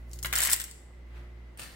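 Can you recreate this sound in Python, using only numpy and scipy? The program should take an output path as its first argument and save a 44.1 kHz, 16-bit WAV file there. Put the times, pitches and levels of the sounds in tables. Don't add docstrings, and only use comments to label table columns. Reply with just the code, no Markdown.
import sys
import numpy as np
from scipy import signal
from scipy.fft import rfft, irfft, next_fast_len
from scipy.io import wavfile
from scipy.ndimage import map_coordinates

SR = 44100
rng = np.random.default_rng(int(sys.argv[2]) if len(sys.argv) > 2 else 0)


def transcribe(signal):
    frames = np.atleast_2d(signal).T
    limited = np.clip(frames, -1, 1)
    pcm = np.round(limited * 32767).astype(np.int16)
    wavfile.write(sys.argv[1], SR, pcm)


N = 77175


def amp(db):
    return 10 ** (np.asarray(db) / 20)


def decay(t, t60):
    return amp(-60 * t / t60)


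def unit(x):
    return x / np.sqrt(np.mean(x ** 2) + 1e-20)


def along(points, hz):
    freqs, values = np.transpose(points)
    return np.interp(np.log(hz + 1), np.log(freqs + 1), values)


def level(points):
    return amp(np.interp(np.arange(N) / SR, *np.transpose(points)))


def wobble(rate):
    return map_coordinates(rng.standard_normal(int(N * rate / SR) + 4), [np.arange(N) * rate / SR])


def filtered(x, response):
    n = x.shape[-1]
    padded = next_fast_len(2 * n)
    return irfft(rfft(x, padded) * response(np.fft.rfftfreq(padded, 1 / SR)), padded)[..., :n]


def coloured(x, colour):
    return unit(filtered(x, lambda hz: amp(along(colour, hz))))


def resonant(x, peaks):
    return sum(amp(db) * unit(filtered(x, lambda f: 1 / (1 + (2 * (f - hz) / width) ** 2)))
               for hz, width, db in peaks)


LEFT_DB = 1.2

def place(out, start, sound, lag_spread_s=0.00015, pan_spread_db=0.5):
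    lag = rng.normal(0, lag_spread_s / 2)
    pan_db = LEFT_DB + rng.normal(0, pan_spread_db)
    for channel, side in zip(out, (1, -1)):
        part = channel[round((start - side * lag) * SR):][:len(sound)]
        part += amp(side * pan_db) * sound[:len(part)]


def grains(rate, spread_db, colour, kinds=8):
    t, streams = np.arange(SR // 100) / SR, np.zeros((3, N))
    for _ in range(kinds):
        ticks = (rng.random((3, N)) < rate / SR / kinds) * amp(spread_db * rng.uniform(-1, 1, (3, N)))
        burst = rng.standard_normal((3, len(t))) * decay(t, t60=0.0057)
        streams += signal.fftconvolve(ticks, burst, axes=1)[:, :N]
    return coloured(streams[:2] + streams[2], colour)


# frequency in Hz, correlation.
LIKENESS = [(60, 1), (150, 0.94), (2000, 0.067), (8000, .1)]

def diffuse_noise(colour):
    def mid_side_gains(hz):
        angle = np.arccos(np.clip(along(LIKENESS, hz), -1, 1)) / 2
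        return np.array([np.cos(angle), np.sin(angle)])
    mid, side = filtered(rng.standard_normal((2, N)), mid_side_gains)
    return coloured(np.array([mid + side, mid - side]), colour)


# frequency in Hz, relative level in dB.
ROOM_TONE = [(20, -11), (45, -1.5), (85, -1.5), (200, -8), (450, -9), (900, -16.5), (2000, -20),
             (3500, -27), (7000, -37.5), (16000, -48.5)]
# centre in Hz, width in Hz, level in dB.
ROOM_PEAKS = [(330, 23, -74), (2028, 130, -68.5)]

def room_tone():
    peaks = resonant(rng.standard_normal((2, N)), ROOM_PEAKS)
    return amp(-58 + 0.42 * wobble(1.7)) * diffuse_noise(ROOM_TONE) + peaks


# time in seconds, level of the fundamental in dB.
HUM_LEVEL = [(0, -44.5), (.15, -41.5), (.2, -43), (.28, -40), (.38, -43.5), (.55, -48), (.7, -51.5),
             (.93, -49), (1.02, -47), (1.12, -44), (1.19, -41.5), (1.28, -46.5), (1.38, -45), (1.6, -50.5),
             (1.75, -54)]
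# harmonic number, level in dB against the fundamental.
HUM_OVERTONES = [(2, -14.5), (3, -25.5), (4, -25), (6, -21.5)]

def hum(pitch_hz=59.58):
    phase = 2 * np.pi * np.cumsum(pitch_hz + 0.377 * wobble(5.4)) / SR
    overtones = sum(amp(db + 1.8 * wobble(7.27)) * np.sin(k * phase + 0.46 * wobble(10))
                    for k, db in HUM_OVERTONES)
    return np.sqrt(2) * level(HUM_LEVEL) * (np.sin(phase) + overtones) * amp([[-0.6], [0.6]])


# centre in Hz, width in Hz, relative level in dB.
BOWL_MODES = [(2040, 310, -9.5), (3050, 280, -8), (7300, 600, -2.5), (8680, 1900, 2)]
# frequency in Hz, relative level in dB.
TAIL_COLOUR = [(200, 5), (2500, 2.5), (5500, -3), (11000, -8), (16000, -2.5)]
# frequency in Hz, seconds to fall 60 dB.
TAIL_T60 = [(200, 0.66), (1500, 0.47), (8000, 0.64), (16000, 0.38)]

def bowl_and_kitchen(direct):
    t = np.arange(SR // 2) / SR
    shape = (2, len(t))
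    reflections = rng.standard_normal(shape) * decay(t, t60=0.058) * (t > 0.0008)
    shimmer = resonant(rng.standard_normal(shape), BOWL_MODES) * decay(t, t60=0.56)
    hz, times, bands = signal.stft(coloured(rng.standard_normal(shape), TAIL_COLOUR), SR, nperseg=256)
    bands *= decay(times, along(TAIL_T60, hz)[:, None])
    tail = signal.istft(bands, SR, nperseg=256)[1][:, :len(t)] * (t > 0.004)
    response = sum(amp(db) * part / np.linalg.norm(part, axis=1, keepdims=True)
                   for part, db in ((reflections, -4.5), (shimmer, -21.5), (tail, -10.5)))
    return signal.fftconvolve(direct, response, axes=1)[:, :N]


# time in seconds, level in dB.
SWISH_LEVEL = [(1.02, -81.5), (1.17, -54.5), (1.22, -58.5), (1.35, -70)]
# frequency in Hz, relative level in dB.
SWISH_COLOUR = [(300, 2), (2000, 3), (6000, -16), (16000, -23.5)]

def strainer_swish():
    return level(SWISH_LEVEL) * diffuse_noise(SWISH_COLOUR)


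# frequency in Hz, relative level in dB.
FIZZ_COLOUR = [(150, 2.5), (1100, -3.5), (1900, 0.5), (4500, -1.5), (6000, -6.5), (9200, -5), (16000, -15)]
SPIT_COLOUR = [(1300, -4), (2600, 1.5), (3400, -3.5), (6200, -8), (8700, 3.5), (10500, -8)]
# centre in Hz, width in Hz, relative level in dB.
FIZZ_RING = [(1800, 80, -2.5), (2636, 42, -5.5), (4500, 110, -6.5), (8600, 70, -7)]
# start in seconds, level in dB.
SPITS = [(1.574, -45), (1.5944, -35.5), (1.6011, -42), (1.618, -41), (1.634, -41.5)]

def oil_sizzle(start_s=1.578, rise_s=0.018, fade_after_s=0.04, fade_db_per_s=88):
    age = np.arange(N) / SR - start_s
    swell = np.clip(age / rise_s, 0, 1) * amp(-46 - fade_db_per_s * np.maximum(age - fade_after_s, 0))
    fizz = grains(rate=1200, spread_db=3.5, colour=FIZZ_COLOUR)
    out = swell * (fizz + amp(-16) * resonant(fizz, FIZZ_RING))
    t = np.arange(SR // 32) / SR
    for start, db in SPITS:
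        spit = coloured(rng.standard_normal(len(t)), SPIT_COLOUR) * decay(t, t60=0.031)
        place(out, start, amp(db) * spit)
    return out


# start in seconds, relative level in dB.
LANDINGS = [(0.2465, -26), (0.257, -29.5), (0.3266, -25), (0.3355, -23.5), (.3563, -32), (.372, -28.5),
            (0.3912, -27), (.405, -27.5), (.418, -32), (0.4255, -28.5), (0.4359, -33), (0.456, -30.5),
            (0.4703, -28), (.493, -31), (0.518, -31), (0.533, -32.5), (.6012, -35.5), (0.639, -51.5)]
# frequency in Hz, relative level in dB.
BASKET_MODES = [(1050, -10.5), (1285, -12.5), (1434, -7), (1640, -8), (1770, -17), (1965, -3.5),
                (2107, -6.5), (2950, -6)]
BUZZ_COLOUR = [(100, -7), (380, -26.5), (560, -8), (850, -10.5), (1350, 0.5), (2000, 1), (2550, -4),
               (3300, -2.5), (5000, -15), (15500, -12.5)]
RATTLE_COLOUR = [(300, -15.5), (1400, -11), (1980, 4.5), (2450, -3.5), (3700, -4.5), (9000, -18.5)]
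# time in seconds, level in dB.
RATTLE_LEVEL = [(.31, -100), (.34, -42.5), (.49, -36.5), (.57, -53), (.75, -100)]

def strainer_mesh(attack_s=0.00012, ring_t60_s=0.17):
    out, t = np.zeros((2, N)), np.arange(SR // 4) / SR
    for start, db in LANDINGS:
        detune = np.exp(rng.normal(0, 0.008))
        buzz = coloured(rng.standard_normal(len(t)), BUZZ_COLOUR) * decay(t, t60=0.034)
        basket = ring([(hz * detune, mode_db, ring_t60_s) for hz, mode_db in BASKET_MODES], t)
        thud = (buzz + amp(-12) * basket) * (1 - np.exp(-t / attack_s))
        place(out, start, amp(db + 0.5) * thud)
    return out + level(RATTLE_LEVEL) * grains(rate=500, spread_db=8.9, colour=RATTLE_COLOUR)


def ring(modes, t):
    return sum(amp(db + rng.normal(0, 0.72)) * decay(t, t60) * np.sin(2 * np.pi * (hz * t + rng.random()))
               for hz, db, t60 in modes)


# start in seconds, relative level in dB.
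CLICKS = [(0.1137, -49), (0.133, -38), (0.1588, -50), (0.189, -39), (0.2283, -26.5), (.235, -29),
          (0.2573, -26), (0.2686, -32), (0.328, -23.5), (.3355, -25.5), (0.355, -18.5), (0.3612, -18),
          (0.3718, -28.5), (.378, -20.5), (0.3861, -18), (0.4043, -18), (0.418, -19.5), (0.4227, -22.5),
          (0.428, -25), (0.431, -21.5), (0.4358, -16.5), (0.4498, -20.5), (0.4578, -21), (0.4651, -26.5),
          (0.4729, -19), (0.4991, -21.5), (0.5057, -22.5), (0.5153, -18.5), (0.5214, -21.5),
          (0.5264, -20.5), (0.5296, -17.5), (0.533, -12), (0.5381, -25.5), (0.541, -26), (0.563, -28),
          (0.5995, -27.5), (0.6071, -30.5), (0.6151, -28), (0.6402, -29.5), (0.712, -39.5)]
# frequency in Hz, relative level in dB.
CRACK_COLOUR = [(1000, -18), (2500, -9.5), (4500, -3), (8000, -0.5), (15500, -3)]
# frequency in Hz, relative level in dB, seconds to fall 60 dB.
CHIP_MODES = [(7660, -0.5, 0.0064), (8180, -1.5, 0.0067), (9735, -7, 0.0069), (13700, -1.5, 0.0015)]
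# frequency in Hz, dB lost per dB of softer touch.
SOFT_LOSS = [(2000, 0.96), (6000, 0), (14000, 1)]
# time in seconds, level in dB.
SLIDING_LEVEL = [(.08, -74.5), (.13, -53.5), (.21, -65), (.26, -52), (.32, -54), (.38, -38), (.44, -31.5),
                 (.487, -41), (.535, -29), (.57, -57), (.63, -51), (.73, -86)]

def chips(attack_s=0.00037, soft_below_db=-32):
    out, t = np.zeros((2, N)), np.arange(SR // 32) / SR
    for start, db in CLICKS:
        size = np.exp(rng.normal(0, 0.026))
        force_db = db - soft_below_db
        crack = coloured(rng.standard_normal(len(t)), CRACK_COLOUR) * decay(t, t60=0.0075)
        ping = ring([(hz / size, mode_db, t60) for hz, mode_db, t60 in CHIP_MODES], t)
        ping *= amp(-6 + 0.44 * force_db)
        click = (crack + ping) * (1 - np.exp(-t / attack_s))
        click = filtered(click, lambda hz: amp(min(0, force_db) * along(SOFT_LOSS, hz)))
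        onset_rms = np.std(click[t < 0.0015])
        place(out, start, amp(db - 1) * click / onset_rms)
    sliding = level(SLIDING_LEVEL) * grains(rate=620, spread_db=11.6, colour=CRACK_COLOUR)
    return out + sliding * amp([[LEFT_DB], [-LEFT_DB]])


# frequency in Hz, gain in dB added on the left and subtracted on the right.
TREBLE_TILT = [(6000, 0), (14000, -0.6)]

def scene():
    direct = chips() + strainer_mesh() + oil_sizzle()
    direct = filtered(direct, lambda hz: amp(along(TREBLE_TILT, hz) * [[1], [-1]]))
    return direct + bowl_and_kitchen(direct) + hum() + room_tone() + strainer_swish()


def record(dry):
    return filtered(dry, lambda hz: hz < 15880)


dry = scene()
out = record(dry)
transcribe(out)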